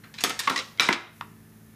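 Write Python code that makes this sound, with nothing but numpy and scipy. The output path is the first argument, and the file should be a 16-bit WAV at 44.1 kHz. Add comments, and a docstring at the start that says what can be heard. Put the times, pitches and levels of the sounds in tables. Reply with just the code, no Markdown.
"""Coins falling into a tray

A few coins clatter down a chute and drop into the tray of a cabinet in a quiet room; one soft, dry tap
follows. Each knock is a few milliseconds of chatter that gives a clack, a hollow thump, a bright tick
and three damped resonances. The tray rings briefly in its normal modes; cabinet and room reverberate.
Underneath lie a low machine hum, a rumble, a faint hiss and a fainter whine."""
import sys
import numpy as np
from scipy import signal
from scipy.fft import rfft, irfft
from scipy.io import wavfile

SR = 44100
rng = np.random.default_rng(int(sys.argv[2]) if len(sys.argv) > 2 else 0)


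def persist_wave(psi):
    """Save psi, clipped to +-1, as 16-bit WAV."""
    counts = np.round(np.clip(psi, -1, 1) * 32767).astype(np.int16)
    wavfile.write(sys.argv[1], SR, np.atleast_2d(counts).T)


N = 77175
TIME = np.arange(N) / SR

# Knocks of the coins and, in the last row, a soft dry tap:
# t/s, contact time/s, clack f/Hz, clack level/dB, thump level/dB, tick level/dB,
# gain into cabinet/dB, gain into room and tray/dB, then f/Hz, level/dB for each of three rings
KNOCK_EVENTS = [ (0.037, 0.013, 1850, -53.5, -64.5, -67, 5, 3.5, 1600, -53, 2063, -52.5, 4160, -53.5),
                (.140, 0.0045, 3030, -46, -60.5, -63, 4, 1, 1810, -49, 3860, -61.5, 6400, -58),
                (.181, 0.0056, 2820, -51, -78.5, -76, 14, 16, 2450, -52.5, 3220, -57, 4030, -52),
                (0.1863, 0.0011, 4200, -43.5, -69, -55.5, -4, -2.5, 2580, -49.5, 4000, -47.5, 4770, -47),
                (0.207, .004, 4350, -37.5, -71, -58, 6, 1.5, 2700, -38.5, 4520, -43, 6760, -42),
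                (0.238, 0.0032, 3030, -21.5, -31, -24, 0, -5, 730, -30, 3600, -33, 4630, -27),
                (.245, 0.011, 1530, -30.5, -36, -43.5, -4, -2.5, 1265, -31.5, 1785, -32, 6400, -31.5),
                (0.2952, 0.0056, 3200, -34, -43.5, -38, 2, -8.5, 1300, -37.5, 3650, -37, 6300, -41),
                (.303, 0.0075, 2240, -31, -49, -56.5, -4, -4.5, 754, -39.5, 1312, -32, 3550, -48),
                (0.3913, 0.0074, 3700, -30, -67.5, -34.5, 5.5, -5.5, 1850, -35.5, 3710, -32, 5680, -40.5),
                (.402, 0.0027, 3800, -40, -59.5, -49, 2.5, 1, 1000, -43, 1830, -44, 4860, -51.5),
                (.434, 0.0091, 2986, -39.5, -60, -53, 4, 7, 1756, -44, 3560, -58, 8000, -55),
                (.474, 0.0087, 2000, -24.5, -37.5, -46.5, -2.5, -14.5, 900, -28.5, 1138, -17, 2090, -24),
                (.497, 0.0085, 2420, -26.5, -35.5, -36.5, -3.5, -2.5, 1352, -27.5, 1910, -32, 2530, -39),
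                (.510, 0.0019, 1100, -36, -48, -56.5, 0.5, 0.5, 265, -33, 359, -39.5, 1050, -34),
                (.560, 0.0073, 3300, -29.5, -47, -56, 2, -3.5, 1126, -30.5, 1928, -28, 5800, -43),
                (.576, 0.0079, 3480, -32.5, -44.5, -53.5, -1, -13.5, 2160, -32.5, 3990, -29.5, 5180, -35),
                (.589, 0.0033, 3000, -33, -46.5, -58, 5.5, -5.5, 2090, -31.5, 3990, -38, 5630, -46),
                (0.775, 0.0035, 2970, -53, -66.5, -67.5, -3.5, -5.5, 2150, -56, 3800, -58.5, 5200, -64),
                (0.785, 0.0058, 2200, -57.5, -56, -72.5, -5.5, -5, 1400, -62, 2110, -44, 3200, -47.5),
                (0.797, 0.0027, 2450, -21, -39.5, -41.5, 0.5, 3.5, 2310, -21, 3937, -20, 5860, -25.5),
                (.805, 0.007, 2250, -28.5, -39, -37.5, -3, 3, 1470, -35.5, 5270, -28.5, 11390, -42),
                (0.8875, 0.0062, 1540, -20, -25, -38, -5, -8, 210, -30.5, 982, -22, 2100, -20),
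                (.908, 0.0019, 1290, -28, -43, -66, -4.5, -4.5, 350, -32, 1060, -29.5, 1600, -31.5),
                (0.9271, 0.00434, 2870, -26, -40, -57, 1.5, -21, 2250, -27, 3467, -36.5, 4500, -36),
                (1.2102, .002, 1560, -35.5, -61, -56, -7, -11, 985, -35.5, 1400, -34.5, 3430, -44), ]
def coins_and_tap(echo_sets=4, ring_transfer_db=-8):
    """Transient excitation: coins clatter into the tray, then one soft dry tap follows."""
    direct = np.zeros(N)
    # Knocks take turns among four sets of reflections, so their echoes vary slightly.
    to_cabinet, to_room = np.zeros((2, echo_sets, N))
    for k, row in enumerate(KNOCK_EVENTS):
        start_s, contact_s, clack_hz, clack_db, thump_db, tick_db, cabinet_db, room_db, *modes = row
        rough = knock(contact_s, clack_hz, clack_db, thump_db, tick_db)
        rings = sum(at_level(panel_ring(contact_s, hz), db) for hz, db in zip(modes[::2], modes[1::2]))
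        span = slice(int(start_s * SR), int(start_s * SR) + len(rough))
        carried = rough + rings * from_db(ring_transfer_db)
        direct[span] += rough + rings
        to_cabinet[k % echo_sets, span] += carried * from_db(cabinet_db)
        to_room[k % echo_sets, span] += carried * from_db(room_db)
    reverberation = sum(map(cabinet, to_cabinet)) + sum(map(room, to_room))
    return direct + tray(to_room.sum(axis=0)) + reverberation


def knock(contact_s, clack_hz, clack_db, thump_db, tick_db):
    """Source and filter: chatter is shaped into a broad clack, a hollow thump and a bright tick."""
    clack = resonate(chatter(contact_s), clack_hz, q=0.88)
    clack = butter(clack, [374, 2.13 * clack_hz], "band")
    thump = butter(chatter(contact_s), [168, 550], "band")
    tick = butter(chatter(contact_s), 5500, "high", order=1)
    tick = butter(tick, 11500, "low")
    return at_level(clack, clack_db) + at_level(thump, thump_db) + at_level(tick, tick_db)


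def contact_force(contact_s, samples=2048):
    """Finite contact time: the force holds steady, then falls away."""
    return np.exp(-(TIME[:samples] / contact_s) ** 4)


def chatter(contact_s):
    """Broadband excitation: many tiny contacts make a burst with an even spectrum."""
    force = contact_force(contact_s)
    burst = rng.standard_normal(len(force)) * force
    for _ in range(2):
        whitened = irfft(np.exp(1j * np.angle(rfft(burst))))
        burst = whitened * force
    return burst + 1e-18


def panel_ring(contact_s, hz, q=6.5):
    """Driven damped oscillator: a panel mode swells during contact and dies within a few cycles."""
    decay = np.exp(-np.pi * hz / q / SR)
    swell = signal.lfilter([1], [1, -decay], contact_force(contact_s))
    return swell * np.sin(2 * np.pi * hz * TIME[:len(swell)])


# Normal modes of the tray: f/Hz, relative level/dB, T60/s
TRAY_MODES = [(271.7, -9, 0.34), (345, -4, 0.36), (967, -2.5, 0.254), (1142, -7.5, 0.2), (1316, -7.5, 0.27),
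              (1684, -4, 0.368), (1845, -6.5, 0.18), (2100, -4, 0.44), (2310, -2, 0.12), (2340, -3, 0.24),
              (2620, -3, 0.11), (3840, -11, .2), (4000, -1, 0.16), (6290, -5.5, 0.17), (6516, -8, 0.26)]
def tray(drive, coupling_db=-44):
    """Modal superposition: every knock leaves the tray ringing as a sum of decaying sinusoids."""
    t = TIME[:SR]
    response = sum(from_db(db + coupling_db) * np.sin(2 * np.pi * hz * t) * free_decay(t, t60)
                   for hz, db, t60 in TRAY_MODES)
    return signal.fftconvolve(drive, response)[:N]


# Reverberation of the cabinet: f/Hz, gain/dB, T60/s
CABINET_BANDS = [(120, -2.5, 0.26), (298.6, 2, 0.055), (600, 3, 0.16), (1280, 6, 0.085), (2366, 0.5, 0.16),
                 (4840, -3.5, 0.076), (9000, -4.5, 0.053), (15180, -4.5, 0.069)]
def cabinet(drive):
    """Small enclosure: short paths return the sound almost at once."""
    return reverberate(drive, CABINET_BANDS, delay_s=0.00078, build_s=0.0015)


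# Reverberation of the room: f/Hz, gain/dB, T60/s
ROOM_BANDS = [(120, -2.5, .4), (302, 2.5, 0.27), (560, 1.5, .5), (790, 5, 0.49), (1200, 5.5, 0.42),
              (2400, -4.5, 0.57), (4800, -0.5, 0.44), (7300, 2.5, 0.37), (9500, -1.5, 0.31),
              (15100, -22.5, .25)]
def room(drive):
    """Large enclosure: longer paths give later reflections and a slower decay."""
    return reverberate(drive, ROOM_BANDS, delay_s=0.0083, build_s=0.0047)


def reverberate(drive, bands, delay_s, build_s):
    """Diffuse field: dense reflections build up after a delay and decay exponentially in each band."""
    t = TIME[:2 * SR // 3]
    edges_hz = np.geomspace(70, 17000, 19)
    white = rng.standard_normal((2, len(t)))
    onset = 1 - np.exp(-np.maximum(t - delay_s, 0) / build_s)
    response = 0
    for k, (low, high) in enumerate(zip(edges_hz, edges_hz[1:])):
        hz = np.sqrt(low * high)
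        t60 = at_hz(bands, hz, column=2)
        tail = butter(white[k % 2], [low, high], "band") * onset * free_decay(t, t60)
        band_share = 2 * (high - low) / SR
        response += unit_energy(tail) * from_db(at_hz(bands, hz)) * np.sqrt(band_share)
    return signal.fftconvolve(drive, response)[:N]


# Partials of the machine's hum: f/Hz, level/dB before the envelope
HUM_PARTIALS = [(108, -57), (162, -60.5), (219, -57), (304, -68), (380, -69.5), (437, -71), (1749, -75)]
# Envelope of the hum: t/s, gain/dB
HUM_ENVELOPE = [(0, -2), (.6, -3), (1.05, -9.5), (1.25, 2.5), (1.45, 0), (1.75, -0.5)]
def hum(depth=0.17):
    """Random modulation: each partial of the machine's hum wavers in amplitude and phase."""
    partials = 0
    for hz, db in HUM_PARTIALS:
        waver = signal.resample(rng.standard_normal(32) + 1j * rng.standard_normal(32), N)
        carrier = np.exp(2j * np.pi * (hz * TIME + rng.random()))
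        partials += from_db(db) * np.real((1 + depth * waver) * carrier)
    return np.sqrt(2) * partials * envelope(HUM_ENVELOPE)


# Spectral density of the rumble: f/Hz, relative level/dB
RUMBLE_SPECTRUM = [(25, -16.5), (60, -8), (130, -1), (250, -5), (500, -19.5), (1000, -20), (1800, -20),
                   (3500, -29.5), (8000, -50.5)]
# Envelope of the rumble: t/s, level/dB
RUMBLE_ENVELOPE = [(0, -54.5), (.7, -58), (.82, -49.5), (1.05, -62), (1.251, -56), (1.75, -56)]
def rumble():
    """Low-frequency random noise whose level drifts."""
    return coloured_noise(RUMBLE_SPECTRUM) * envelope(RUMBLE_ENVELOPE)


# Spectral density of the hiss: f/Hz, relative level/dB
HISS_SPECTRUM = [(1000, -11), (3500, -4), (6800, 0), (8500, -3.5), (10000, 2.5), (11500, 0.5), (12500, 4),
                 (15000, 0)]
# Envelope of the hiss: t/s, level/dB
HISS_ENVELOPE = [(0, -61.5), (.72, -60.5), (.85, -66), (1.08, -68), (1.17, -58.5), (1.301, -62),
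                 (1.75, -62)]
def hiss():
    """Broadband random noise, weighted to the treble, whose level dips briefly."""
    return coloured_noise(HISS_SPECTRUM) * envelope(HISS_ENVELOPE)


def whine(hz=9810, q=22, db=-74):
    """Narrow-band noise: a faint high pitch that rises and falls with the hiss."""
    band = resonate(resonate(rng.standard_normal(N), hz, q), hz, q)
    return unit_energy(band * envelope(HISS_ENVELOPE)) * np.sqrt(N) * from_db(db)


def coloured_noise(spectrum):
    """Spectral shaping: white noise is weighted in frequency and scaled to unit power."""
    hz = np.maximum(np.arange(N // 2 + 1) * SR / N, 1)
    shaped = rfft(rng.standard_normal(N)) * from_db(at_hz(spectrum, hz))
    return unit_energy(irfft(shaped, N)) * np.sqrt(N)


def resonate(x, hz, q):
    """Second-order resonance of bandwidth hz / q."""
    r = np.exp(-np.pi * hz / q / SR)
    return signal.lfilter([1, 0, -1], [1, -2 * r * np.cos(2 * np.pi * hz / SR), r * r], x)


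def butter(x, hz, kind, order=2):
    """Causal Butterworth filter."""
    return signal.sosfilt(signal.butter(order, hz, kind, fs=SR, output="sos"), x)


def free_decay(t, t60):
    """Exponential damping: 60 dB in the time t60."""
    return np.exp(-np.log(1000) * t / t60)


def from_db(db):
    """Amplitude ratio of a level."""
    return 10 ** (np.asarray(db) / 20)


def unit_energy(x):
    """Normalisation to an energy of one."""
    return x / np.sqrt(np.sum(x ** 2) + 1e-20)


def at_level(transient, db):
    """Equivalent level: a transient gets the energy of 8 ms of steady sound at db."""
    return unit_energy(transient) * from_db(db) * np.sqrt(.008 * SR)


def at_hz(points, hz, column=1):
    """Interpolation of a table column on a log-frequency axis."""
    table = np.array(points)
    return np.interp(np.log(hz), np.log(table[:, 0]), table[:, column])


def envelope(curve):
    """Amplitude over time from points of t/s, level/dB."""
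    return from_db(np.interp(TIME, *np.transpose(curve)))


def scene():
    """Linear superposition: coins and tap over the quiet background, in one channel."""
    return (coins_and_tap() + hum() + rumble() + hiss() + whine())[None]


def record(dry, cutoff_hz=15200):
    """Band limiting: an elliptic low-pass cuts the top steeply."""
    return signal.sosfilt(signal.ellip(10, .2, 80, cutoff_hz, fs=SR, output="sos"), dry)


dry = scene()
out = record(dry)
persist_wave(out)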